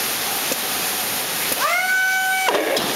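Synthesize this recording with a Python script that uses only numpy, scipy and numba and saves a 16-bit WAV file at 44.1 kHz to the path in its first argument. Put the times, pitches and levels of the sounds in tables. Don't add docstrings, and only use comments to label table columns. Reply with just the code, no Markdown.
import sys
import numpy as np
from scipy import signal
from scipy.fft import rfft, irfft, next_fast_len
from scipy.io import wavfile
from scipy.ndimage import uniform_filter1d
from numba import njit

SR = 44100
rng = np.random.default_rng(int(sys.argv[2]) if len(sys.argv) > 2 else 0)


def gain_from_db(level_db):
    decades = np.asarray(level_db, float) / 20
    return 10 ** decades


def digitize_waveform(pressure):
    field = np.atleast_2d(pressure).T
    bounded = np.clip(field, -1, 1)
    quanta = np.round(bounded * 32767).astype(np.int16)
    wavfile.write(sys.argv[1], SR, quanta)


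N = 130095

# frequency in Hz, level in dB per Hz.
ROAR_COLOUR = [(18, -40), (30, -18.5), (218, -10.5), (353, -21), (386, -4.5), (638, -7.5), (1260, -0.5),
               (7000, -4.5), (9100, -29), (15400, -120)]
# frequency in Hz, level in dB per Hz.
LEAK_COLOUR = [(5000, -33), (7000, -11.5), (9000, -3.5), (11500, 0.5), (13000, -2), (14500, -10),
               (16500, -16)]
# pitch in Hz, width in Hz, level in dB.
DRIVE_HUMS = [(118.7, 17, -53), (220, 3.7, -46.5), (517, 20, -47), (743.4, 38, -39), (813, 12, -41.5),
              (1237, 81, -45.5), (2557, 11, -41)]
# middle in seconds, length in seconds, pitch in Hz, width in Hz, level in dB.
BELT_SQUEALS = [
    (0.32, 0.054, 787, 50, -29),
    (1.45, 0.031, 2250, 298, -26.5),
]
# time in seconds, level in dB.
LIFT_LEVEL = [
    (2.75, -28),
    (2.79, -12),
    (2.87, -15.5),
    (2.9, -15),
    (2.95, -20),
]
# pitch in Hz, width in Hz, level in dB.
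CARRIAGE_BODY = [(149, 93, -9), (245, 142, -2.5), (432, 236, -0.5), (808, 215, -1.5), (1274, 170, -7.5),
                 (1690, 440, -6.5), (3560, 1100, -1)]
# start in seconds, thud level in dB, spit level in dB, spit centre in Hz.
VALVE_SHOTS = [
    (0.5154, -9.5, -12.5, 6560),
    (1.517, -13, -10, 10100),
]
# pitch in Hz, level in dB, time to fall 60 dB in seconds.
VALVE_THUD = [(522, 1, 0.055), (383, -12, 0.016)]
# pitch in Hz, level in dB, 60 dB fall in seconds.
VALVE_HOUSING = [(262, -0.5, 0.038), (119, -15.5, 0.023)]
# pitch in Hz, level in dB, 60 dB fall in seconds.
VALVE_STEM = [(2564, -6.5, 0.073), (12200, -19, 0.073)]
# start in seconds, level in dB, pitch factor.
LID_BLOWS = [(2.4835, -7.5, 0.526), (2.4855, 0, 0.989), (2.544, -12, .9), (2.5455, -2, 0.4),
             (2.5495, -4, 1.12), (2.5505, -10, 0.505), (2.556, -7, .62)]
# pitch in Hz, level in dB, 60 dB fall in seconds.
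LID_RING = [(982, 9.5, 0.039), (1650, -2, 0.041), (2830, 4.5, 0.026), (3284, 0.5, 0.027),
            (3670, -12, 0.024)]
# start in seconds, level in dB, pitch factor.
LATCH_TICKS = [(2.7655, -6, 0.64), (2.769, -3.5, 0.976), (2.773, -8, 0.713), (2.7765, -8, 0.77),
               (2.778, -20, 1.), (2.82, -15, 1.), (2.827, -19, 1.1), (2.604, -18, 1.2), (2.895, -16, 0.35)]
# pitch in Hz, level in dB, 60 dB fall in seconds.
LATCH_RING = [(5180, 8, 0.023), (7500, -3, .012), (10600, -2, .01)]
# time in seconds, level in dB, slips per second.
CLUTCH_SLIPS = [(2.49, -55, 200), (2.51, -7.5, 200), (2.54, -7.5, 160), (2.57, -4.5, 130), (2.65, -8, 110),
                (2.68, -6.5, 108), (2.74, -10, 110), (2.77, -6.5, 93), (2.79, -25, 100)]
# pitch in Hz, width in Hz, level in dB.
JAR_BODY = [(307, 30, -5.5), (426.3, 24, -0.5), (579, 35, -1.5), (700, 160, -1), (1110, 140, -8.5),
            (1654, 56, -5.5), (1870, 96, -8), (2238, 150, -6.5), (2840, 220, -11), (3570, 250, -12)]
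# time in seconds, level in dB, pitch in Hz.
HEAD_GROAN = [(2.52, -27, 397), (2.535, -18, 450), (2.552, -31, 432), (2.57, -15, 700), (2.61, -26, 560),
              (2.65, -30, 460), (2.69, -21.5, 443), (2.73, -23, 570), (2.76, -33, 460), (2.79, -20, 220)]
# start in seconds, level in dB, pitch in Hz.
CLUTCH_SNAGS = [(2.495, -6.5, 477), (2.515, -6, 370), (2.524, -8, 456), (2.535, -9, 430), (2.556, -13, 616),
                (2.584, -13, 670), (2.603, -9, 480), (2.623, -19, 455), (2.665, -10, 444), (2.671, -7, 540),
                (2.688, -12, 417), (2.699, -10, 555), (2.716, -9, 567), (2.725, -8, 596), (2.738, -6, 580),
                (2.795, -13, 240), (2.84, -14, 198), (2.893, -12.5, 296)]
# multiple of its pitch, level in dB, 60 dB fall in seconds.
SNAG_RING = [(1, 0, 0.053), (1.37, -9, 0.055), (3.8, -8, .035)]
# time in seconds, levels of harmonics 1, 2, 3 and 4 in dB.
WHINE = [(1.6, -52, -37, -40, -53), (1.628, -38, -31, -24, -36), (1.648, -29.5, -24, -31, -34),
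         (1.7, -24.5, -29, -25, -29), (1.76, -27, -23.5, -21, -43), (1.8, -28.5, -23.5, -18.5, -34),
         (1.845, -23.5, -20.5, -27, -33), (1.89, -34.5, -21, -29, -48), (1.94, -33, -16, -33, -40),
         (2.01, -30.5, -16.5, -24.5, -34), (2.055, -25.5, -15.5, -30, -38), (2.1, -27.5, -17.5, -26, -37),
         (2.15, -24, -18.5, -21, -34), (2.245, -24, -21, -31, -30), (2.3, -24.5, -20, -36, -37),
         (2.335, -24, -19.5, -22.5, -33), (2.41, -23.5, -28, -21.5, -34), (2.46, -24.5, -31.5, -25.5, -32)]
# multiple of the motor pitch, level in dB, loudest at (seconds), loud again after (seconds).
UPPER_WHINE = [(5, -40, 2.15, 0.17), (6, -40.5, 1.8, 0.81), (7, -47, 1.87, .4), (8, -38.5, 2.08, 0.365),
               (9, -40, 1.97, 0.216), (10, -43.5, 1.95, 0.255), (11, -41.5, 2.33, 0.61),
               (12, -41.5, 2.35, 0.61), (13, -46, 2.3, .5), (16, -42, 1.8, .45), (18, -52, 2.8, .4),
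               (20, -54, 2.3, 0.55)]
# time in seconds, share of full speed from 0 to 1,
# level changes of harmonics 1, 2 and 3 in dB (the last also serves all higher ones).
LID_BRAKE = [
    (2.462, 1, -1, -0.5, -2),
    (2.474, 0.98, -3, 12.5, -1),
    (2.481, .9, 1.5, 2, -4),
    (2.488, 0.67, 3, -8, -10),
    (2.505, .55, 6, 11, -4),
    (2.52, .46, -2, -6, -14),
    (2.535, 0.6, -35, -26, -43),
]
# time in seconds, level in dB.
EXHAUST_LEVEL = [(1.55, -60), (1.6, -26), (1.7, -18), (1.8, -22.5), (1.9, -22), (2.2, -21.5), (2.47, -23.5),
                 (2.5, -50)]
# frequency in Hz, level in dB per Hz.
EXHAUST_COLOUR = [(300, -27), (1000, -15), (2500, -2.5), (5000, -4.5), (11000, -12.5), (15500, -12)]
# time in seconds, level in dB.
VENT_LEVEL = [(2.47, -50), (2.5, -22), (2.55, -18), (2.65, -22), (2.75, -24.5), (2.85, -28), (2.95, -20.5)]
# frequency in Hz, level in dB per Hz.
VENT_COLOUR = [(300, -23), (1000, 0), (2500, -2.5), (5000, -6.5), (11000, -8), (13000, -10), (15500, -30)]


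@njit
def svf(x, hz, width):
    y, band, low = np.empty(len(x)), 0., 0.
    g, k = np.tan(np.pi * hz / SR), width / hz
    for i in range(len(x)):
        v = (band + g * (x[i] - low)) / (1 + g * (g + k))
        band, low, y[i] = 2 * v - band, low + 2 * g * v, k * v
    return y


@njit
def follow(x, top, up, down):
    y, e = np.empty(len(x)), top
    for i in range(len(x)):
        e += (x[i] - e) * (up if x[i] > e else down)
        y[i] = max(e, top)
    return y


def level(x, db):
    return x * gain_from_db(db) / np.sqrt(np.mean(x ** 2))


def curve(table, axis=1):
    rows = np.array(table)
    return np.interp(np.arange(N) / SR, rows[:, 0], rows[:, axis])


def walk(rate):
    k = int(SR / rate)
    steps = np.repeat(rng.standard_normal(N // k + 1), k)
    return 1.3 * uniform_filter1d(uniform_filter1d(steps, k), k)[:N]


def air(colour, flicker_db, swell_db):
    size = next_fast_len(N)
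    f = np.maximum(np.arange(size // 2 + 1) * SR / size, 1)
    hz, db = np.array(colour).T
    tint = gain_from_db(np.interp(np.log(f), np.log(hz), db, left=-80))
    spectrum = rfft(rng.standard_normal(size)) * tint
    out = 0
    for octave in range(5, 15):
        share = np.clip(1 - abs(np.log2(f) - octave), 0, 1)
        out = out + irfft(spectrum * share, size)[:N] * gain_from_db(flicker_db * walk(16))
    return level(out * gain_from_db(swell_db * walk(20)), 0)


def band_noise(hz, width, db):
    return level(svf(rng.standard_normal(N), float(hz), float(width)), db)


def body(x, peaks):
    out = 0
    for k, (hz, width, db) in enumerate(peaks):
        out = out + (-1) ** k * gain_from_db(db) * svf(x, float(hz), float(width)) / np.sqrt(width)
    return level(out, 0)


def strike(events, modes, crack_db=-60, crack_hz=3000.):
    out, t = np.zeros(N), np.arange(6000) / SR
    for at, db, pitch in events:
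        ring = sum(gain_from_db(g) * np.sin(2 * np.pi * hz * pitch * t) * 1000 ** (-t / d) for hz, g, d in modes)
        noise = svf(rng.standard_normal(len(t)), crack_hz, 3.0 * crack_hz)
        crack = level(svf(noise, crack_hz, 3.7 * crack_hz), crack_db) * np.exp(-t / 0.0053)
        hit = gain_from_db(db) * (ring + crack) * (1 - np.exp(-t / 0.001))
        i = int(at * SR)
        out[i:i + len(t)] += hit[:N - i]
    return out


def echo(x, t60, db):
    t = np.arange(SR // 2) / SR
    tail = rng.standard_normal(len(t)) * 1000 ** (-t / t60) * (t > .006)
    return gain_from_db(db) * signal.fftconvolve(x, tail / np.sqrt(np.sum(tail ** 2)))[:N]


def hall():
    t = np.arange(N) / SR
    hums = sum(band_noise(hz, width, db) for hz, width, db in DRIVE_HUMS)
    squeals = 0
    for s, length, hz, width, db in BELT_SQUEALS:
        squeals = squeals + band_noise(hz, width, db) * np.exp(-((t - s) / length) ** 2)
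    roar = gain_from_db(-23.5) * air(ROAR_COLOUR, flicker_db=0.0, swell_db=-0.57)
    leak = gain_from_db(-24) * air(LEAK_COLOUR, flicker_db=0.6, swell_db=0.13)
    unsteady = gain_from_db(0.6 * walk(29.64) + 0.18 * walk(13.9))
    return (roar + leak) * unsteady + hums + squeals


def valves():
    t = np.arange(N) / SR
    housing_lag_s, spit_lag_s = 0.00036, 0.00402
    spit_rise_s, spit_fall_s = 0.004, 0.0058

    def hit(lag, modes):
        return strike([(s + lag, db, 1.) for s, db, _, _ in VALVE_SHOTS], modes)

    out = hit(0, VALVE_THUD) - hit(housing_lag_s, VALVE_HOUSING) + hit(spit_lag_s, VALVE_STEM)
    for s, _, db, hz in VALVE_SHOTS:
        since = np.maximum(t - s - spit_lag_s, 0)
        noise = rng.standard_normal(N)
        hiss = level(svf(noise, float(hz), 3000.0), 0) + 1.5 * noise
        puff = (1 - np.exp(-since / spit_rise_s)) * np.exp(-since / spit_fall_s)
        out += 1.67 * gain_from_db(db) * puff * hiss
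    return out


def lid_blows():
    return strike(LID_BLOWS, LID_RING, crack_db=-1.5, crack_hz=1500.)


def latch_ticks():
    return strike(LATCH_TICKS, LATCH_RING, crack_db=-2.5, crack_hz=4800.0)


def lift():
    rattle = (rng.random(N) < 250 / SR) * gain_from_db(4.6 * rng.standard_normal(N))
    return gain_from_db(curve(LIFT_LEVEL)) * body(level(rattle, -7.0) + rng.standard_normal(N), CARRIAGE_BODY)


def clutch():
    t = np.arange(N) / SR
    turn = np.cumsum(curve(CLUTCH_SLIPS, axis=2) * gain_from_db(3.6 * walk(70))) / SR
    jolts = np.diff(np.floor(turn), prepend=0) * gain_from_db(1.6 * rng.standard_normal(N))
    push = level(jolts, 0) + 0.81 * rng.standard_normal(N)
    chatter = gain_from_db(curve(CLUTCH_SLIPS)) * body(push, JAR_BODY)
    carrier = np.exp(2j * np.pi * np.cumsum(curve(HEAD_GROAN, axis=2)) / SR)
    ringing = signal.lfilter([1], [1, -np.exp(-1 / (0.015 * SR))], push * carrier.conj())
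    groan = level((ringing * carrier).real, 10.5)
    edge_s = np.minimum(t - HEAD_GROAN[0][0], HEAD_GROAN[-1][0] - t)
    on = np.clip(edge_s / 0.0064 + 1, 0, 1)
    snags = gain_from_db(3) * strike(CLUTCH_SNAGS, SNAG_RING)
    return chatter + on * gain_from_db(curve(HEAD_GROAN)) * groan + snags


def motor():
    start_s, spin_up_s, free_hz, creep_hz_per_s = 1.54, 0.073, 753, 5
    run = np.maximum(np.arange(N) / SR - start_s, 0)
    hz = (free_hz + creep_hz_per_s * run) * (1 - np.exp(-run / spin_up_s)) * curve(LID_BRAKE)
    wobble = (0.00096 + 0.0296 * np.exp(-run / .08)) * walk(60)
    phase = 2 * np.pi * np.cumsum(hz * (1 + wobble)) / SR
    low = 0
    for k in (1, 2, 3, 4):
        unsteady_db = (0.8 + 3.3 * np.exp(-run / 0.18)) * walk(70)
        db = curve(WHINE, axis=k) + curve(LID_BRAKE, axis=min(k + 1, 4)) + unsteady_db
        low = low + gain_from_db(db) * np.sin(k * phase + k)
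    high = 0
    for k, db, at, again in UPPER_WHINE:
        standing_db = 4.5 * np.cos(2 * np.pi * (run + start_s - at) / again)
        wander_db = 2.5 * walk(25.1) + 1.6 * walk(59.66)
        high = high + gain_from_db(db + standing_db + wander_db) * np.sin(k * phase + k * k)
    nearer_db = 1.5 * run
    high = high * gain_from_db(-2 + nearer_db + curve(LID_BRAKE, axis=4)) * (hz / free_hz) ** 4
    whine = np.clip(run / 0.043, 0, 1) * gain_from_db(13.5) * (low + high)
    exhaust = air(EXHAUST_COLOUR, flicker_db=2.0, swell_db=2.3) * (1 + 0.43 * np.sin(phase))
    far = echo(whine * (0.24 + np.exp(-(run / 0.27) ** 2)), t60=0.5, db=-3)
    vent = air(VENT_COLOUR, flicker_db=2.5, swell_db=3.0)
    return whine + far + gain_from_db(curve(EXHAUST_LEVEL)) * exhaust + gain_from_db(curve(VENT_LEVEL)) * vent


def scene():
    hits = valves() + lid_blows() + latch_ticks()
    hits = signal.sosfilt(signal.butter(2, 70, "high", fs=SR, output="sos"), hits)
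    tail = echo(hits, t60=0.17, db=-14.5)
    mono = hits + tail + motor() + clutch() + lift() + hall()
    return np.array([mono, mono])


def top_cut(x):
    return signal.sosfilt(signal.butter(12, 16640, fs=SR, output="sos"), x)


def record(dry):
    notch_hz = 7880.
    x = signal.sosfilt(signal.butter(2, 22, "high", fs=SR, output="sos"), dry[0])
    x = x - 0.66 * svf(x, notch_hz, 1100.)
    attack_s, release_s, ratio = 0.0048, 0.089, 3.82
    loudness = follow(np.abs(x), float(gain_from_db(-15.5)), 1 / (attack_s * SR), 1 / (release_s * SR))
    x = x * (gain_from_db(-19) / loudness) ** (1 - 1 / ratio)
    ceiling = gain_from_db(-1.7)
    x = ceiling * np.tanh(x / ceiling)
    x = x - 0.96 * svf(x, notch_hz, 330.)
    x = signal.sosfilt(signal.ellip(12, .3, 80, 15730, fs=SR, output="sos"), x)
    return top_cut(np.array([x, x]))


dry = scene()
out = record(dry)
digitize_waveform(out)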